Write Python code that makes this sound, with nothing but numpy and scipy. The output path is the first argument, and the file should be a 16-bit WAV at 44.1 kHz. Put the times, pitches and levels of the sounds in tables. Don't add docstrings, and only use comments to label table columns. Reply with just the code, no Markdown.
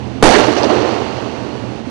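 import sys
import numpy as np
from scipy import signal
from scipy.fft import rfft, irfft
from scipy.io import wavfile

SR = 44100
rng = np.random.default_rng(int(sys.argv[2]) if len(sys.argv) > 2 else 0)


def store_wav(level_fs):
    pcm = np.round(np.clip(np.atleast_2d(level_fs), -1, 1) * 32767)
    wavfile.write(sys.argv[1], SR, pcm.T.astype(np.int16))


N = 83790


def amp(db):
    return 10 ** (np.asarray(db) / 20)


def unit(x):
    return x / np.sqrt(np.mean(x ** 2) + 1e-20)


def read(points, hz):
    f, value = np.transpose(points)
    return np.interp(np.log(hz + 1), np.log(f + 1), value)


def add(mix, s, sound):
    part = mix[round(s * SR):][:len(sound)]
    part += sound[:len(part)]


def butter(x, hz, kind, order=2):
    return signal.sosfilt(signal.butter(order, min(hz, SR / 2 - 1), kind, fs=SR, output="sos"), x)


def brickwall(x, hz):
    taps = signal.firwin(255, hz, window=("kaiser", 8), fs=SR)
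    return signal.oaconvolve(x, taps[None], "same")


def noise(points, spread_db=0, per_s=SR):
    unevenness = np.minimum(rng.exponential(1, N), 4)
    impulses = rng.standard_normal(N) * amp(spread_db * unevenness)
    impulses = impulses * (rng.random(N) < per_s / SR)
    shape = amp(read(points, np.fft.rfftfreq(N, 1 / SR)))
    return unit(irfft(rfft(impulses) * shape, N))


def through_air(x, since_s, db_per_khz_s):
    hz, t, z = signal.stft(x, SR, nperseg=512)
    khz = hz[:, None] / 1000
    loss_db = db_per_khz_s * khz * (t - since_s)
    return signal.istft(z * amp(-loss_db), SR, nperseg=512)[1][:N]


# f/Hz, relative level/dB per Hz
RUMBLE_SPECTRUM = [(25, -32), (50, -11.5), (80, -10.5), (120, 4), (160, -9.5), (205, 1), (280, 2),
                   (380, -5), (520, -9), (850, -11.5), (1200, -20.5), (1800, -23), (2800, -21.5),
                   (4500, -30), (6300, -37.5), (10000, -41.5), (12000, -77)]
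RUMBLE_DB = -24
DIP_S, DIP_DB, DIP_LENGTH_S = 1.83, -4.5, 0.021


def rumble():
    t = np.arange(N) / SR
    dip = DIP_DB * np.exp(-((t - DIP_S) / DIP_LENGTH_S) ** 2)
    return amp(RUMBLE_DB + dip) * noise(RUMBLE_SPECTRUM)


# centre f/Hz, level at the start/dB
DRONE_TONES = [(60.2, -55), (81.2, -32.5), (116.7, -34.5), (124.3, -29), (133, -37.5)]
DRONE_WAVER_HZ, DRONE_DRIFT_HZ = 2.79, 6.9
DRONE_FALL_DB_PER_S = 6


def drone():
    out = np.zeros(N)
    for hz, db in DRONE_TONES:
        drift = unit(butter(rng.standard_normal(N), DRONE_DRIFT_HZ, "low"))
        turns = np.cumsum(hz + DRONE_WAVER_HZ * drift) / SR + rng.random()
        out += amp(db) * unit(np.sin(2 * np.pi * turns))
    return amp(-DRONE_FALL_DB_PER_S * np.arange(N) / SR) * out


# f/Hz, relative level/dB per Hz
HISS_SPECTRUM = [(25, 4.5), (100, 8), (300, -23), (1000, -13), (2500, -13.5), (6000, -17), (10000, -21),
                 (12000, -36)]
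HISS_DB = -63.5


def hiss():
    return amp(HISS_DB) * noise(HISS_SPECTRUM)


BODY_HZ, BODY_Q, SHOCK_HZ = 401.5, 1.19, 1840
CRACK_DB, CRACK_S = -13.5, 0.0019


def blast(db, push_s, edge_hz):
    t = np.arange(SR // 20) / SR
    push = (1 - t / push_s) * np.exp(-t / push_s)
    w = 2 * np.pi * BODY_HZ
    ring = signal.bilinear([1, 0, 0], [1, w / BODY_Q, w * w], SR)
    body = signal.lfilter(*ring, push)
    crack = amp(CRACK_DB) * rng.standard_normal(len(t)) * np.exp(-t / CRACK_S)
    return amp(db) * butter(body + crack, edge_hz, "low", order=1)


# t/s, level/dB, length of the push/s
BLAST_ARRIVALS = [(0.2261, 44, 0.00072), (0.2302, 47.5, 0.0014)]


def burst():
    out = np.zeros(N)
    for s, db, push_s in BLAST_ARRIVALS:
        add(out, s, blast(db, push_s, SHOCK_HZ))
    return out


# f/Hz, relative level/dB per Hz
BOOM_SPECTRUM = [(25, -15), (55, -16), (100, -10), (160, -12), (235, 0), (350, -2), (600, 0), (850, -1),
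                 (1150, -13.5), (1800, -21), (4000, -54)]
BOOM_DB, NEAR_AT_S, BOOM_FALL_DB_PER_S = 15, 0.237, 224
# f/Hz, relative level/dB per Hz
CRACKLE_SPECTRUM = [(500, -32), (1100, -2.5), (1600, -2), (3000, -4.5), (4500, -8.5), (6500, -14.5),
                    (10000, -19)]
CRACKLE_DB, CRACKLE_HOLD_S, CRACKLE_FALL_DB = 6, 0.022, 19
CRACKLE_T60_S, CRACKLE_AIR_DB_PER_KHZ_S = 1.92, 0.5
CRACKLE_PER_S = 3000


def near_scatter(onset_s=0.002):
    t = np.arange(N) / SR
    since = np.maximum(t - NEAR_AT_S, 0)
    boom = amp(BOOM_DB - BOOM_FALL_DB_PER_S * since) * noise(BOOM_SPECTRUM, spread_db=2)
    early_fall = CRACKLE_FALL_DB * np.log10(1 + since / CRACKLE_HOLD_S)
    steady_fall = 60 * since / CRACKLE_T60_S
    clicks = noise(CRACKLE_SPECTRUM, spread_db=2.0, per_s=CRACKLE_PER_S)
    clicks = through_air(clicks, NEAR_AT_S, CRACKLE_AIR_DB_PER_KHZ_S)
    crackle = amp(CRACKLE_DB - early_fall - steady_fall) * clicks
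    return (boom + crackle) * np.minimum(since / onset_s, 1)


ECHO_PUSH_S = 0.00067


def echo(db, edge_hz, air_hz=2600, thin_hz=190, trail_db=-2, trail_s=0.0063):
    t = np.arange(SR // 20) / SR
    dulled = butter(blast(db, ECHO_PUSH_S, edge_hz), air_hz, "low", order=1)
    front = butter(dulled, thin_hz, "high")
    trail = rng.standard_normal(len(t)) * np.exp(-t / trail_s)
    trail = trail / np.linalg.norm(trail)
    return front + amp(trail_db) * signal.fftconvolve(front, trail)[:len(t)]


# t/s, level before dulling/dB, low-pass on the front f/Hz
SINGLE_ECHOES = [(0.2376, 23.5, 6000), (0.2445, 26.5, 1200), (0.2497, 27, 895), (.286, 11, 900),
                 (0.3983, 19.5, 700), (0.485, 9, 600), (0.614, 5, 700), (.639, 7, 400), (0.651, 11, 400),
                 (0.701, 8, 500), (.722, -1, 500), (0.7619, 9.5, 295), (.849, 7.5, 400), (0.892, 3, 800),
                 (0.924, 2, 400), (0.965, 2.5, 400), (1.02, 5.5, 400), (1.102, -4, 350), (1.138, -3, 350),
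                 (1.187, 1, 300), (1.261, -7.5, 500), (1.553, -4.5, 300), (1.640, -4, 400),
                 (1.8010, -3, 300)]


def echoes():
    out = np.zeros(N)
    for s, db, edge_hz in SINGLE_ECHOES:
        add(out, s, echo(db, edge_hz))
    return out


# centre t/s, peak level/dB, f/Hz, half-length to 1/e/s, half-width f/Hz
BRIGHT_SNAPS = [(0.304, -14.5, 4900, 0.0071, 2500), (0.319, -10.5, 2100, 0.01, 1500),
                (0.353, -6, 1950, 0.011, 1300), (0.439, -15.5, 1920, 0.0061, 1200),
                (0.585, -29, 5100, 0.015, 2000), (0.6333, -17.5, 4620, 0.002, 1100),
                (0.643, -25, 4300, 0.0088, 2600)]


def snaps():
    t, f = np.arange(N) / SR, np.fft.rfftfreq(N, 1 / SR)
    out = np.zeros(N)
    for s, db, hz, length, width_hz in BRIGHT_SNAPS:
        band = 1 / (1 + ((f - hz) / width_hz) ** 2) ** 2
        tone = unit(irfft(rfft(rng.standard_normal(N)) * band, N))
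        out += amp(db) * np.exp(-((t - s) / length) ** 2) * tone
    return out


# f/Hz, relative level/dB per Hz
ROLL_SPECTRUM = [(30, -35), (70, -11), (120, -23), (165, -17.5), (230, -2.5), (340, 3), (460, 1),
                 (650, -2.5), (950, -6.5), (1600, -16), (2800, -16.5), (4400, -22.5), (6300, -31.5),
                 (8000, -36.5), (10500, -43.5)]
# loudest at t/s, level/dB, rise/s, fall/dB per s, tilt/dB per octave
WOODED_SLOPES = [(0.347, -1.5, 0.005, 223, -1), (0.386, -7.5, 0.016, 57.5, 0.2),
                 (0.485, -10.5, 0.0032, 265, -4), (.58, -13.5, 0.018, 63, 0.5),
                 (.645, -11, 0.015, 136, -0.9), (0.711, -11, 0.018, 70.5, -0.27),
                 (0.759, -17.5, 0.0049, 97, 1.5), (.82, -17.5, 0.017, 46.5, 0.5),
                 (.89, -18.5, 0.022, 19.5, 1.4), (1.2, -28.5, 0.046, 16, 0.5)]
TILT_LOW_HZ, TILT_HIGH_HZ = 250, 2000
ROLL_AIR_DB_PER_KHZ_S = -0.05


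def roll():
    t, out = np.arange(N) / SR, np.zeros(N)
    for s, db, rise, fall, tilt in WOODED_SLOPES:
        colour = [(hz, level + tilt * np.log2(np.clip(hz, TILT_LOW_HZ, TILT_HIGH_HZ)))
                  for hz, level in ROLL_SPECTRUM]
        swell_in = np.exp(-.5 * (np.minimum(t - s, 0) / rise) ** 2)
        die_away = amp(db - fall * np.maximum(t - s, 0))
        out += swell_in * die_away * noise(colour, spread_db=3.5)
    return through_air(out, WOODED_SLOPES[2][0], ROLL_AIR_DB_PER_KHZ_S)


# f/Hz, level/dB
MIC_RESPONSE = [(1600, 2), (2100, 0.5), (2400, -1), (2850, 1.5), (3300, -1.5), (3900, -0.5), (4400, 3.5),
                (5200, 0), (6100, 5), (7200, -2.5), (7900, -1), (8600, -9.5), (9600, -3.5)]


def mic_colour(x):
    hz = abs(np.fft.fftfreq(4096, 1 / SR))
    log_gain = np.log(amp(read(MIC_RESPONSE, hz)))
    taps = np.fft.ifft(np.exp(np.conj(signal.hilbert(log_gain)))).real
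    return signal.oaconvolve(x, taps[:len(taps) // 2])[:N]


RAIL = 1.0
SAG, BIAS = 0.22, 0.22
SIZZLE_DB, SIZZLE_HZ = -22, 1920
LURCH_DB, LURCH_HZ = -21, 31


def overload(x, recover_hz=15, onset_gain=5.3):
    excess = butter(np.maximum(abs(x) - RAIL, 0), recover_hz, "low", order=1)
    strain = np.tanh(onset_gain * excess)
    clipped = np.clip(x - BIAS * excess, -RAIL, RAIL) * (1 - SAG * strain)
    sizzle = amp(SIZZLE_DB) * np.tanh(butter(x, SIZZLE_HZ, "high"))
    lurch = amp(LURCH_DB) * unit(butter(rng.standard_normal(N), LURCH_HZ, "low", order=4))
    return clipped + strain * sizzle + np.tanh(2 * excess) * lurch


LEFT_DB = -35.5


def scene():
    background = rumble() + drone()
    firework = burst() + near_scatter() + echoes() + snaps() + roll()
    heard = mic_colour(background + firework)
    return np.array([amp(LEFT_DB) * heard + hiss(), heard])


BAND_HZ, EDGE_HZ = 10450, 14800
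TOP_DB = -18


def record(dry):
    both = np.array([dry[0], overload(dry[1])])
    band = brickwall(both, BAND_HZ)
    top = amp(TOP_DB) * (both - band)
    return brickwall(np.clip(band + top, -1, 1), EDGE_HZ)


dry = scene()
out = record(dry)
store_wav(out)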